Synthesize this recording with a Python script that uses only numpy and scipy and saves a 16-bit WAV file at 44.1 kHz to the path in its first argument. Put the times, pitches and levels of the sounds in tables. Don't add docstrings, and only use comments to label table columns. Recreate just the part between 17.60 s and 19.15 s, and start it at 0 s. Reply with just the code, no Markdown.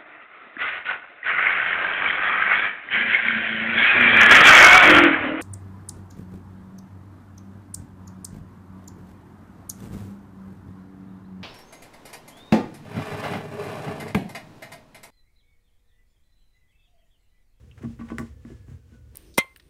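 import sys
import numpy as np
from scipy import signal
from scipy.fft import rfft, irfft, next_fast_len
from scipy.io import wavfile
from scipy.ndimage import map_coordinates

SR = 44100
rng = np.random.default_rng(int(sys.argv[2]) if len(sys.argv) > 2 else 0)


def materialize(psi):
    bounded = np.clip(np.atleast_2d(psi).T, -1, 1)
    quanta = np.round(bounded * 32767).astype(np.int16)
    wavfile.write(sys.argv[1], SR, quanta)


N = 68355


def amp(db):
    return 10 ** (np.asarray(db) / 20)


def unit(x):
    return x / np.sqrt(np.mean(x ** 2) + 1e-20)


def along(points, hz):
    freqs, values = np.transpose(points)
    return np.interp(np.log(hz + 1), np.log(freqs + 1), values)


def curves(rows):
    times, *columns = np.transpose(rows)
    return [np.interp(np.arange(N) / SR, times, column) for column in columns]


def since(start):
    return np.maximum(np.arange(N) / SR - start, 0)


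def wobble(knots_per_s):
    return map_coordinates(rng.standard_normal(N // 20), [np.arange(N) * knots_per_s / SR])


def filtered(x, response):
    size = next_fast_len(N + SR // 2)
    return irfft(rfft(x, size) * response(np.fft.rfftfreq(size, 1 / SR)), size)[:N]


def highpass(x, hz, order):
    return signal.sosfilt(signal.butter(order, hz, "highpass", fs=SR, output="sos"), x)


def coloured(x, colour):
    return unit(filtered(x, lambda hz: amp(along(colour, hz))))


def noise(colour):
    return coloured(rng.standard_normal(N), colour)


def background():
    # frequency in Hz, relative level in dB.
    rumble_colour = [(25, -29), (38, -39.5), (54, 6), (70, 2), (90, 0.5), (115, 0), (170, -19), (280, -19),
                     (380, -29), (480, -18), (650, -39.5), (1500, -54)]
    hiss_colour = [(200, 23), (600, 5.5), (1100, 7.5), (1800, 7), (3000, 4), (4200, 0), (7000, 0),
                   (10000, -7), (12000, -16), (15500, -25)]
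    # time in seconds, level in dB.
    rumble_levels = [(0, -49), (.15, -48.5), (.3, -44), (.7, -46.5), (.9, -48), (1.13, -45.5),
                     (1.23, -51.5), (1.55, -47)]
    hiss_levels = [(0, -64), (.15, -65), (.26, -59), (.33, -57), (.37, -64.5), (.42, -60.5), (.66, -54.5),
                   (.76, -67.5), (.83, -64), (.89, -59), (.96, -60.5), (1.05, -66.5), (1.11, -64),
                   (1.15, -62.5), (1.22, -69.5), (1.29, -65.5), (1.35, -61), (1.42, -70), (1.55, -64.5)]
    rumble = amp(curves(rumble_levels)[0]) * noise(rumble_colour)
    hiss = amp(curves(hiss_levels)[0]) * noise(hiss_colour)
    return rumble + hiss + amp(-82.5) * rng.standard_normal(N)


def whine():
    # time in seconds, frequency in Hz, level in dB.
    glide = [(.68, 1800, -77), (.8, 1722, -79), (.92, 1713, -69.5), (1.06, 1680, -76), (1.2, 1545, -78),
             (1.28, 1500, -86.5), (1.345, 1483, -66.5), (1.41, 1480, -78), (1.55, 1470, -79.5)]
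    hz, db = curves(glide)
    wander_hz, flutter_db = 24.7 * wobble(200), 1.5 * wobble(59)
    phase = 2 * np.pi * np.cumsum(hz + wander_hz) / SR
    sounding = since(glide[0][0]) > 0
    return sounding * amp(db + flutter_db) * unit(np.sin(phase))


def room(x):
    # frequency in Hz, time to fall 60 dB in seconds.
    decay_times = [(150, 0.27), (1000, 0.24), (3000, 0.29), (8000, 0.15), (15000, 0.26)]
    # frequency in Hz, gain in dB.
    tail_colour = [(100, -0.5), (230, -12.5), (500, -3.5), (1500, -12.5), (3000, -12.5), (8000, -4.5),
                   (15000, -15)]
    gap_s = 0.007
    hz, t, spectra = signal.stft(rng.standard_normal(SR // 2), SR, nperseg=256)
    spectra = spectra * amp(-60 * t / along(decay_times, hz)[:, None])
    plain = signal.istft(spectra, SR, nperseg=256)[1]
    spectra = spectra * amp(along(tail_colour, hz))[:, None]
    tail = signal.istft(spectra, SR, nperseg=256)[1] / np.linalg.norm(plain)
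    return signal.fftconvolve(x, np.pad(tail, (int(gap_s * SR), 0)))[:N]


def squeak():
    centre_s, width_s, hz, ring_t60_s = 0.1142, 0.00036, 2760, 0.049
    t = np.arange(N) / SR - centre_s
    pip = np.exp(-0.5 * (t / width_s) ** 2) * np.sin(2 * np.pi * hz * t)
    decay = (t > 0) * amp(-10 - 60 * since(centre_s) / ring_t60_s)
    ring = decay * noise([(1900, -50), (hz, 0), (3900, -50)])
    return amp(-45) * (pip + ring)


def scrapes():
    # start in seconds, length in seconds, rasp level in dB, fizz level in dB.
    slides = [(0.172, 0.029, -58, -76), (0.215, 0.022, -55, -71), (.241, 0.015, -53, -83),
              (0.39, 0.039, -52.5, -105), (0.438, 0.057, -61, -79), (0.483, 0.028, -52.5, -85),
              (0.503, 0.027, -52, -89), (0.859, 0.078, -62.5, -78), (1.063, 0.086, -66.5, -74.5)]
    # frequency in Hz, relative level in dB.
    rasp_colour = [(200, -18), (600, 1), (1200, 0), (1600, 0.5), (2050, -0.5), (2600, -5.5), (4500, -18.5),
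                   (9000, -27), (15000, -44)]
    fizz_colour = [(1500, -3), (4000, -6), (7000, 8.5), (11000, -4), (14000, -3), (16000, -2)]
    catches_per_s, catch_share = 1900, 0.34
    rasp_gain, fizz_gain = np.zeros((2, N))
    for start, length, rasp_db, fizz_db in slides:
        progress = np.minimum(since(start) / length, 1)
        arch = np.sqrt(np.abs(np.sin(np.pi * progress)))
        rasp_gain += amp(rasp_db) * arch
        fizz_gain += amp(fizz_db) * arch
    catches = unit((rng.random(N) < catches_per_s / SR) * rng.standard_normal(N))
    friction = np.sqrt(catch_share) * catches + np.sqrt(1 - catch_share) * rng.standard_normal(N)
    return rasp_gain * coloured(friction, rasp_colour) + fizz_gain * coloured(friction, fizz_colour)


def bumps():
    # frequency in Hz, relative level in dB, time to fall 60 dB in seconds.
    body_modes = [(88, -11.5, 0.33), (125.7, 0, 0.17), (165.8, -3.5, 0.05), (230.4, 2.5, 0.17),
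                  (281.4, 3, 0.06), (337, 1.5, 0.044), (394, -2, 0.042), (481, -15.5, 0.076),
                  (644.4, -4, 0.045), (814, -7.5, 0.064), (1029, -0.5, 0.049), (1137, 0.5, 0.073),
                  (1502, -10, 0.1), (1890, -17.5, 0.16)]
    # start in seconds, then the levels of thud, boom, knock and clink in dB.
    contacts = [(0.038, -46, -57.5, -55.5, -72.5), (.208, -38, -48, -46, -69),
                (.233, -38.5, -33.5, -34, -51.5), (.247, -29.5, -28, -32.5, -47.5),
                (0.271, -44, -33, -59, -78), (.302, -55, -38, -53, -76), (.393, -50, -36.5, -40, -46),
                (.411, -61, -31.5, -74, -41), (0.4341, -39, -34.5, -84, -52.5),
                (.501, -51, -37, -39.5, -40.5), (0.5178, -54, -29, -28.5, -40.5), (.54, -61, -34, -61, -57),
                (.586, -29, -37.5, -34.5, -37.5), (0.5978, -53, -32, -38, -38.5),
                (0.6129, -77, -38.5, -33.5, -51.5), (0.63, -47, -34.5, -47, -58),
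                (0.85, -50, -37, -50, -59), (0.871, -41.5, -44.5, -58, -81), (.902, -47, -53, -35.5, -67),
                (.917, -42, -53, -34.5, -78), (1.081, -38, -49.5, -53.5, -66),
                (1.111, -37, -50, -49.5, -77), (1.142, -46, -58, -58, -71), (1.32, -45.5, -47.5, -57, -83),
                (1.339, -61, -56, -55, -70)]
    level_hz = (121, 231, 340, 1100)
    rise_s, cutoff_s, in_phase_below_hz = 0.0012, 0.11, 260
    out = np.zeros(N)
    for start, *levels in contacts:
        first = int(start * SR)
        t = since(start)[first:first + SR // 2]
        colour = list(zip(level_hz, levels))
        gate = (1 - np.exp(-t / rise_s)) * np.exp(-(t / cutoff_s) ** 4)
        for (hz, db, t60), random_turn in zip(body_modes, rng.random(len(body_modes))):
            turns = hz * t + (hz * start if hz < in_phase_below_hz else random_turn)
            envelope = gate * amp(db + along(colour, hz) - 60 * t / t60)
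            out[first:first + len(t)] += envelope * np.sin(2 * np.pi * turns)
    return out


def tap(start, ring_db, crack_db):
    # frequency in Hz, relative level in dB, time to fall 60 dB in seconds.
    jaw_modes = [(1370, -3.5, 0.0078), (1969, -2.5, 0.01), (6100, -18.5, 0.0025), (10550, -22.5, 0.0037)]
    # frequency in Hz, relative level in dB.
    crack_colour = [(500, -12), (2000, 3.5), (3500, -2.5), (5500, 0), (8500, 0.5), (11000, -5.5),
                    (12500, -7.5), (15500, -4.5)]
    rattle_t60_s, snap_t60_s = 0.073, 0.0063
    t = since(start)
    ring = sum((-1) ** k * amp(db - 60 * t / t60) * np.sin(2 * np.pi * hz * t)
               for k, (hz, db, t60) in enumerate(jaw_modes))
    teeth_rattle = amp(-60 * t / rattle_t60_s)
    snap = amp(-2 - 60 * t / snap_t60_s)
    crack = (t > 0) * (teeth_rattle + snap) * noise(crack_colour)
    return amp(crack_db) * crack + amp(ring_db) * ring


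def jaws():
    # start in seconds, ring level in dB, crack level in dB.
    touches = [(.1785, -44, -71), (.229, -46, -64), (.2415, -40.5, -74), (.3905, -47, -78),
               (.503, -35.5, -75), (.5945, -32, -58), (.8505, -44.5, -83)]
    return tap(start=0.5839, ring_db=-17, crack_db=-43) + sum(tap(*touch) for touch in touches)


def scene():
    handling = bumps() + scrapes() + jaws() + squeak()
    reverberation = room(highpass(handling, hz=300, order=2))
    return (handling + reverberation + whine() + background())[None]


def record(dry):
    top_hz = 15900
    thinned = highpass(dry[0], hz=47, order=8)
    return filtered(thinned, lambda hz: hz < top_hz)[None]


dry = scene()
out = record(dry)
materialize(out)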